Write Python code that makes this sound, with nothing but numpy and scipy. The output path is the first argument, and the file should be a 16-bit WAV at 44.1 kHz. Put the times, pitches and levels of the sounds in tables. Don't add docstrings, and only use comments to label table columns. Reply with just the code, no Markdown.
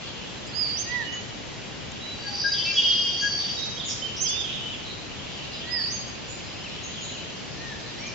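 import sys
import numpy as np
from scipy import signal
from scipy.fft import rfft, irfft, next_fast_len
from scipy.io import wavfile
from scipy.ndimage import uniform_filter1d

SR = 44100
rng = np.random.default_rng(int(sys.argv[2]) if len(sys.argv) > 2 else 0)


def attenuation_scalar(level_db):
    decades = np.asarray(level_db, float) / 20
    return 10 ** decades


def put_to_file(sound):
    columns = np.atleast_2d(sound).T
    safe = np.clip(columns, -1, 1)
    whole_steps = np.round(safe * 32767)
    wavfile.write(sys.argv[1], SR, whole_steps.astype(np.int16))


N = 358974


def walk(rate, size=N):
    k = int(SR / rate)
    held = np.repeat(rng.standard_normal(size // k + 1), k)
    return 1.3 * uniform_filter1d(uniform_filter1d(held, k), k)[:size]


def turning(hz):
    return 2 * np.pi * np.cumsum(hz) / SR


def swell(u, power):
    return power * 20 * np.log10(np.sin(np.pi * u).clip(.01, 1))


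def sing(table, glide_s, edge_s):
    s, hz, *columns = np.transpose(table)
    t = np.arange(int(s[0] * SR), min(int(s[-1] * SR), N)) / SR
    pitch = uniform_filter1d(np.interp(t, s, hz), int(glide_s * SR), mode="nearest")
    gate = np.sin(np.pi / 2 * np.clip(np.minimum(t - t[0], t[-1] - t) / edge_s, 0, 1))
    return int(s[0] * SR), turning(pitch), np.sqrt(2) * gate, [np.interp(t, s, c) for c in columns]


def add(stage, start, x, pan_db, echo_db):
    gains_db = np.array([[pan_db / 2], [-pan_db / 2], [echo_db]])
    even_db = np.log1p(pan_db ** 2 / 150) * 3.05
    stage[:, start:start + len(x)] += x * attenuation_scalar(gains_db - even_db)


def whistle(stage, call, pan_db, echo_db):
    start, phase, gate, (db,) = sing(call, glide_s=0.006, edge_s=.003)
    level = attenuation_scalar(db + 2 * walk(70, len(gate)))
    add(stage, start, gate * level * np.sin(phase + .3 * walk(150, len(gate))), pan_db, echo_db)


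def loops():
    loop_contour = [(0, -.25), (.075, .17), (.21, .3), (.42, .05), (.6, .01), (.775, .25), (.82, .75),
                    (.89, 1), (1, 1)]
    contour_db = [-20, -8, .5, -2, -3, -6, -4, -5, -7]
    # (start [s], length [s], reach [Hz], level [dB], left minus right [dB])
    loop_calls = [
        (0.528, .305, 1786, -29.5, -22),
        (5.678, .284, 2003, -31, -15),
    ]
    # (time [s], pitch [Hz], level [dB])
    hook = [(4.188, 4470, -59), (4.198, 5540, -41), (4.212, 6290, -30), (4.24, 6296, -27.5),
            (4.258, 5680, -34.5), (4.28, 4770, -31.5), (4.305, 4290, -43)]
    dip_hz = 4494
    stage, (u, height) = np.zeros((3, N)), np.transpose(loop_contour)
    for s, length, reach_hz, db, pan_db in loop_calls:
        call = np.transpose([s + length * u, dip_hz + reach_hz * height, db + np.array(contour_db)])
        whistle(stage, call, pan_db, echo_db=5.5)
    whistle(stage, hook, pan_db=-18, echo_db=7.5)
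    return stage


def pipes():
    # (start [s], length [s], from [Hz], to [Hz], level [dB])
    pipe_calls = [(1.044, .14, 2897, 2952, -39), (2.0, 0.16, 3863, 3960, -41),
                  (2.403, 0.15, 3860, 3880, -46), (3.563, 0.099, 3773, 3810, -34.5),
                  (4.016, 0.076, 3083, 3090, -27.5), (4.251, 0.19, 3140, 3570, -34.5),
                  (4.604, .125, 2900, 3043, -39), (5.526, 0.085, 4955, 4950, -46),
                  (7.973, 0.13, 1800, 2424, -43), (6.335, .3, 4900, 5060, -56),
                  (2.27, 0.13, 825, 810, -47.5)]
    # (left minus right [dB], echo [dB])
    pipe_seats = [(-20, 2.5), (-5.5, -0.5), (-12.5, 7), (-20, 6.5), (-9.5, -2.5), (-24.5, -10), (4, -2.5),
                  (-3, -18), (2, 1), (-0.5, 3.5), (9, -5.5)]
    attack_s, release_s = 0.01, 0.022
    stage, u = np.zeros((3, N)), np.linspace(0, 1, 40)
    left = (1 - u) ** 3
    for (s, length, from_hz, to_hz, db), seat in zip(pipe_calls, pipe_seats):
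        edge = np.minimum(u * length / attack_s, (1 - u) * length / release_s).clip(.05, 1)
        level_db = db + 20 * np.log10(edge) - 25 * left * abs(np.log(to_hz / from_hz))
        whistle(stage, np.transpose([s + length * u, to_hz + (from_hz - to_hz) * left, level_db]), *seat)
    return stage


def mouth_call(stage, call, first_db, pan_db, echo_db):
    start, phase, gate, (db,) = sing(call, glide_s=.01, edge_s=0.0028)
    x = attenuation_scalar(first_db) * np.sin(phase) + np.sin(2 * phase) + attenuation_scalar(-43) * np.sin(4 * phase)
    add(stage, start, gate * x * attenuation_scalar(db + 2 * walk(60, len(x))), pan_db, echo_db)


def mews():
    # (start [s], length [s], crest [Hz], level [dB], left minus right [dB])
    mew_calls = [
        (.835, .22, 984, -30.5, -14.5),
        (5.61, .22, 978, -36, -7),
        (7.52, 0.26, 928, -43, 10),
    ]
    stage, u = np.zeros((3, N)), np.linspace(0, 1, 40)
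    fall, crest = .2, .5
    arch = 1 - fall * ((u - crest) * 2) ** 2 * (.5 + .5 * u)
    for s, length, hz, db, pan_db in mew_calls:
        call = np.transpose([s + length * u, hz * arch, db + swell(u ** 1.3, power=1.2)])
        mouth_call(stage, call, first_db=-16, pan_db=pan_db, echo_db=-3)
    return stage


def hoots():
    # (start [s], length [s], pitch [Hz], level [dB], place of the crest [0-1])
    hoot_calls = [
        (2.225, .09, 822, -42, .5),
        (2.438, .075, 808, -23.5, .3),
        (3.208, .09, 827, -24.5, .55),
    ]
    stage, u = np.zeros((3, N)), np.linspace(0, 1, 40)
    for s, length, hz, db, crest in hoot_calls:
        bend = 1 + .6 * (.47 - crest) * (u - crest) ** 2
        level_db = db + swell(u ** (np.log(.5) / np.log(crest)), power=1.5)
        call = np.transpose([s + length * u, hz * bend, level_db])
        mouth_call(stage, call, first_db=-35, pan_db=10, echo_db=-7)
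    return stage


def duets():
    # (time [s], pitch [Hz], level [dB])
    duet_calls = [
        [(2.535, 3336, -33), (2.573, 3300, -36), (2.595, 3030, -32.5), (2.64, 3180, -29.5)],
        [(2.65, 2630, -36.5), (2.674, 2689, -28.5), (2.73, 2708, -32.5)],
        [(2.75, 3400, -35.5), (2.785, 3286, -16.5), (2.87, 3237, -22), (3.0, 3230, -23), (3.11, 3227, -28),
         (3.229, 3240, -31.5), (3.3, 3260, -55)],
    ]
    # (partial below [dB], partial above [dB], left minus right [dB], echo [dB])
    duet_voice = [(-12, -6.5, 7, 1.5), (-9, -24.5, 5.5, 0), (-9.5, -17, 0, -3.5)]
    duet_husk = [1.3, .25, .3]
    # (time [s], half width [s], depth [dB])
    duet_breaks = [
        (2.824, 0.021, -12),
        (3.037, 0.0089, -22.5),
        (3.135, .012, -9.5),
    ]
    beat_hz = 340.6
    stage = np.zeros((3, N))
    for call, (low_db, up_db, *place), husk in zip(duet_calls, duet_voice, duet_husk):
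        start, phase, gate, (db,) = sing(call, glide_s=0.005, edge_s=0.011)
        t = np.arange(len(gate)) / SR
        phase = phase + husk * walk(200, len(t))
        beat = turning(beat_hz + 12 * walk(30, len(t)))
        throb = 1 + 0.11 * np.sin(turning(66 + 8 * walk(25, len(t))))
        now = t + start / SR
        throb = throb * attenuation_scalar(sum(depth_db * np.exp(-((now - s) / half) ** 2) for s, half, depth_db in duet_breaks))
        below = np.sin(phase - beat) + attenuation_scalar(-22.5) * np.sin(phase - 2 * beat)
        sides = attenuation_scalar(low_db) * below + attenuation_scalar(up_db) * np.sin(phase + beat)
        add(stage, start, gate * attenuation_scalar(db) * (throb * np.sin(phase) + sides), *place)
    return stage


def trill():
    # (time [s], effort [dB], weight of the upper voice [dB])
    trill_effort = [(2.1, -57, -22), (2.26, -32.5, -37), (2.34, -35.5, -9), (2.39, -31.5, 1),
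                    (2.7, -34, 1.5), (2.901, -33, 1.5), (3.12, -33.5, -2), (3.38, -28.5, -13),
                    (3.57, -35.5, -10)]
    rate_hz, beat_s = 16.3, 3.39
    time = np.arange(N) / SR
    stage, (s, *columns) = np.zeros((3, N)), np.transpose(trill_effort)
    low_db, upper_db = (np.interp(time, s, c, -120, -120) for c in columns)
    up_db, sweep_db = low_db + upper_db, low_db - 2 + .3 * upper_db
    swing = np.arcsin(.97 * np.cos(turning(69 + 14 * walk(40)))) * .75
    note = rate_hz * (time - beat_s) + 0.025 * walk(19)
    held = (1 + .55 * np.cos(2 * np.pi * note)) * (1 + .5 * swing)
    low = np.sin(turning(4595 + 65 * walk(140))) * attenuation_scalar(low_db + 3 * walk(120))
    up = np.sin(turning(4945 + 75 * walk(140))) * attenuation_scalar(up_db + 3 * walk(120))
    sweep = np.sin(turning(5200 + 850 * swing + 120 * walk(300))) * attenuation_scalar(sweep_db + 1.0 + 1.7 * walk(150))
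    add(stage, 0, held * (low + up) + sweep, pan_db=0.2, echo_db=1)
    return stage * attenuation_scalar(-2.0)


def slurs():
    # (start [s], length [s], from [Hz], to [Hz], level [dB])
    chirps_right = [(.37, 0.027, 4200, 3750, -47), (3.903, 0.021, 6330, 4600, -32),
                    (3.763, 0.023, 2900, 3480, -37.5), (3.795, 0.02, 3800, 3350, -34),
                    (3.81, 0.011, 3270, 3240, -37), (4.372, 0.03, 3650, 3750, -36),
                    (4.4, .025, 3557, 3150, -34), (4.653, 0.056, 3100, 4030, -48.5),
                    (4.713, 0.053, 3600, 3160, -41), (6.14, 0.054, 2700, 2305, -49),
                    (6.7, 0.058, 2700, 3230, -48)]
    # (start [s], length [s], from [Hz], to [Hz], level [dB])
    chirps_ahead = [(6.63, .062, 3350, 2200, -41), (7.13, 0.055, 3400, 2300, -41.5),
                    (3.548, 0.013, 5300, 5650, -38), (7.195, .04, 2400, 3100, -47),
                    (8.06, 0.03, 7040, 5400, -42), (8.084, .02, 5600, 5040, -41),
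                    (7.79, .02, 3780, 3640, -47), (6.43, .05, 4500, 3900, -51), (6.62, .2, 5150, 5600, -55),
                    (7.82, .13, 1774, 1853, -51), (7.715, .03, 1780, 1680, -45),
                    (7.04, .09, 3900, 3000, -50)]
    stage = np.zeros((3, N))
    flutter = [(4.437 + k * .039, 0.032, 3500, 2960, -31 - 5 * k) for k in range(4)]
    seated = [(*row, -8.5) for row in [*chirps_right, *flutter]] + [(*row, 1) for row in chirps_ahead]
    for s, length, from_hz, to_hz, db, pan_db in seated:
        start, phase, gate, _ = sing([(s, from_hz), (s + length, to_hz)], glide_s=.002, edge_s=.35 * length)
        level = attenuation_scalar(db + 2 * walk(250, len(gate)))
        husky = np.sin(phase + .5 * walk(400, len(gate)))
        add(stage, start, gate * level * husky, pan_db, echo_db=-1.5)
    return stage


def peeps():
    # (start [s], length [s], centre [Hz], level [dB], left minus right [dB])
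    peep_calls = [(.465, 0.025, 7220, -46.5, -20), (0.468, 0.037, 4930, -47, -3),
                  (1.118, 0.046, 6520, -45, 5), (2.456, 0.09, 6550, -56.5, 4), (3.2, .04, 6200, -38.5, 0),
                  (3.84, .11, 6790, -38.5, 15), (3.879, 0.066, 5490, -35, -14),
                  (6.267, 0.098, 6960, -46, -14), (6.827, 0.046, 6510, -41, 4),
                  (7.007, 0.059, 6800, -40.5, -1.5), (7.097, 0.041, 6670, -46, -11),
                  (7.977, 0.05, 5620, -46, -6), (0.55, 0.056, 6640, -51, -8),
                  (2.718, 0.098, 6700, -49.5, -2), (4.161, 0.031, 5560, -35.5, -1.5),
                  (3.382, 0.08, 3520, -40.5, -10), (3.423, 0.083, 3095, -40.5, -10),
                  (4.43, 0.17, 3374, -39.5, -16), (4.841, 0.096, 4060, -43.5, -8),
                  (3.77, 0.13, 3410, -40.5, -12.5)]
    stage = np.zeros((3, N))
    for s, length, hz, db, pan_db in peep_calls:
        swing_hz = 311 * attenuation_scalar(.8 * (db + 40))
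        start, phase, gate, _ = sing([(s, hz), (s + length, hz)], glide_s=.002, edge_s=.3 * length)
        shivers = [turning(swing_hz * walk(700, len(gate)).clip(-1.3, 1.3)) for _ in range(3)]
        add(stage, start, gate * attenuation_scalar(db - 5) * np.sin(phase + shivers).sum(axis=0), pan_db, echo_db=5.5)
    return stage


def twigs():
    # (time [s], peak level [dB])
    ticks = [
        (1.1262, -15),
        (1.9194, -10),
    ]
    stage, t = np.zeros((3, N)), np.arange(300) / SR
    for s, db in ticks:
        snap = signal.lfilter([1, -1.4, .6], 1, rng.standard_normal(300))
        add(stage, int(s * SR), attenuation_scalar(db - 1.5) * snap * np.exp(-t / 0.00063), pan_db=-5.0, echo_db=-10)
    return stage


def surroundings(x, t60_s, gap_s, echoes):
    t = np.arange(int(1.6 * SR)) / SR
    decay = attenuation_scalar(-60 * t / t60_s) * np.clip(t / gap_s, 0, 1)
    for lag, smear, db in echoes:
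        decay = decay + attenuation_scalar(db) * np.exp(-((t - lag) / smear) ** 2)
    noise = rng.standard_normal((2, len(t)))
    dull = signal.sosfiltfilt(signal.butter(2, 5500, fs=SR, output="sos"), noise)
    treble_t60_s = .5
    tail = (dull + (noise - dull) * attenuation_scalar(-30 * t / treble_t60_s)) * decay
    return signal.fftconvolve(x[None], tail / np.sqrt(np.sum(decay ** 2)), axes=1)[:, :N]


def chorus():
    # (time [s], liveliness [dB], lean to the higher choirs [dB])
    chorus_mood = [(0.0, -37, -0.5), (0.48, -42, -14), (0.9, -39, 3), (1.4, -47.5, -4),
                   (1.92, -40.5, -16.5), (2.2, -37.5, -2.5), (2.56, -45, 6), (2.9, -40.5, 7.5),
                   (3.22, -47.5, -3), (3.6, -45, 11.5), (4.08, -37.5, -3), (4.5, -33.5, -13),
                   (4.9, -41.5, -3.5), (5.6, -35, -1), (6.0, -41.5, -6), (7.1, -36, -1), (7.5, -47.5, 6),
                   (7.85, -41.5, 3.5)]
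    s, low_db, lean_db = np.transpose(chorus_mood)
    mid_db, high_db = low_db + lean_db, low_db + 2.2 * lean_db - 6
    # (number of slurs, lowest Hz, highest Hz, level dB)
    choirs = [(700, 2150, 3850, low_db - 1.9), (500, 3300, 5200, mid_db - 4.0), (700, 3600, 7400, high_db - 8)]
    out = np.zeros(N + SR)
    for count, low_hz, top_hz, db in choirs:
        for when, start, rising, length, size in rng.random((count, 5)):
            t = np.linspace(0, 1, int((.015 + .03 * length) * SR))
            hz = low_hz + (top_hz - low_hz) * (start + (t if rising < .3 else 1 - t)) / 2
            at = int(when * N)
            level = attenuation_scalar(np.interp(at / SR, s, db) - 1.4 * size)
            out[at:at + len(t)] += level * np.sin(np.pi * t) * np.sin(turning(hz))
    return out[:N]


def air():
    # (frequency [Hz], level per Hz [dB])
    air_colour = [(25, -8.5), (134, -3), (578, -10.5), (1340, -17), (2500, -15), (3840, -17.5), (4770, -19),
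                  (7170, -23)]
    # (frequency [Hz], left-right likeness [0-1])
    likeness = [(40, 0.3), (120, 0.28), (1000, 0.02), (2500, 0.5), (7000, 0.03)]
    # (frequency [Hz], left minus right [dB])
    side_lean = [(50, -1.5), (100, 5.5), (300, 0), (1000, 0.5), (3000, 0.5)]
    size = next_fast_len(N)
    f = np.log(np.maximum(np.arange(size // 2 + 1) * SR / size, 1))
    curves = [np.array(c) for c in (air_colour, likeness, side_lean)]
    colour, like, lean = (np.interp(f, np.log(c[:, 0]), c[:, 1]) for c in curves)
    mid, side = rfft(rng.standard_normal((2, size)))
    like, sign = like.clip(0, 1), np.array([[1], [-1]])
    spectrum = attenuation_scalar(colour + sign * lean / 2) * (np.sqrt(1 + like) * mid + sign * np.sqrt(1 - like) * side)
    out, gust = 0, walk(0.21)
    for centre in np.arange(np.log(20), np.log(12000), .5):
        band = np.cos(np.pi * np.clip(f - centre, -.5, .5)) ** 2
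        out = out + irfft(spectrum * band, size)[:, :N] * attenuation_scalar(.5 * gust + 0.26 * walk(4))
    return out * attenuation_scalar(-38 - 1.0) / np.sqrt(np.mean(out.mean(axis=0) ** 2))


def scene():
    stage = loops() + pipes() + mews() + hoots() + duets() + trill() + slurs() + peeps() + twigs()
    hedges = [(.062, 0.0069, -11.5), (.14, 0.0091, -14.5)]
    echoes = surroundings(stage[2], t60_s=0.95, gap_s=0.014, echoes=hedges)
    far = surroundings(chorus(), t60_s=0.27, gap_s=0.0031, echoes=[])
    return stage[:2] + echoes + far + air()


def starve(x, band_hz, under_db, up_db, down_db, weak_db):
    top_hz = 7520
    f, _, z = signal.stft(x, SR, "cosine", 4096, 2048)
    band = (f // band_hz).astype(int).clip(0, int(top_hz // band_hz))
    power = np.sum(np.abs(z) ** 2, axis=0)
    each = np.add.reduceat(power, np.flatnonzero(np.diff(band, prepend=-1)), axis=0)
    middle = np.arange(len(each)) + .5
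    octaves = np.log2(middle[:, None] / middle)
    slope_db = np.where(octaves > 0, up_db * octaves, -down_db * octaves)
    hidden = attenuation_scalar(2 * (-under_db - slope_db)) @ each
    strip = uniform_filter1d(power, size=6, axis=0)
    around = np.exp(uniform_filter1d(np.log(power + 1e-18), size=70, axis=0))
    strong = strip > attenuation_scalar(2 * weak_db) * around * np.clip(f / top_hz, 0, 1)[:, None]
    keep = (each > hidden)[band] * strong * (f < top_hz)[:, None]
    return signal.istft(z * keep, SR, "cosine", 4096, 2048)[1][:, :N]


def top_cut(x):
    return signal.sosfilt(signal.butter(12, 8730, fs=SR, output="sos"), x)


def record(dry):
    x = signal.sosfilt(signal.butter(2, 48, "high", fs=SR, output="sos"), dry)
    x = starve(x, band_hz=200, under_db=22.5, up_db=22, down_db=70, weak_db=.3)
    return top_cut(x)


dry = scene()
out = record(dry)
put_to_file(out)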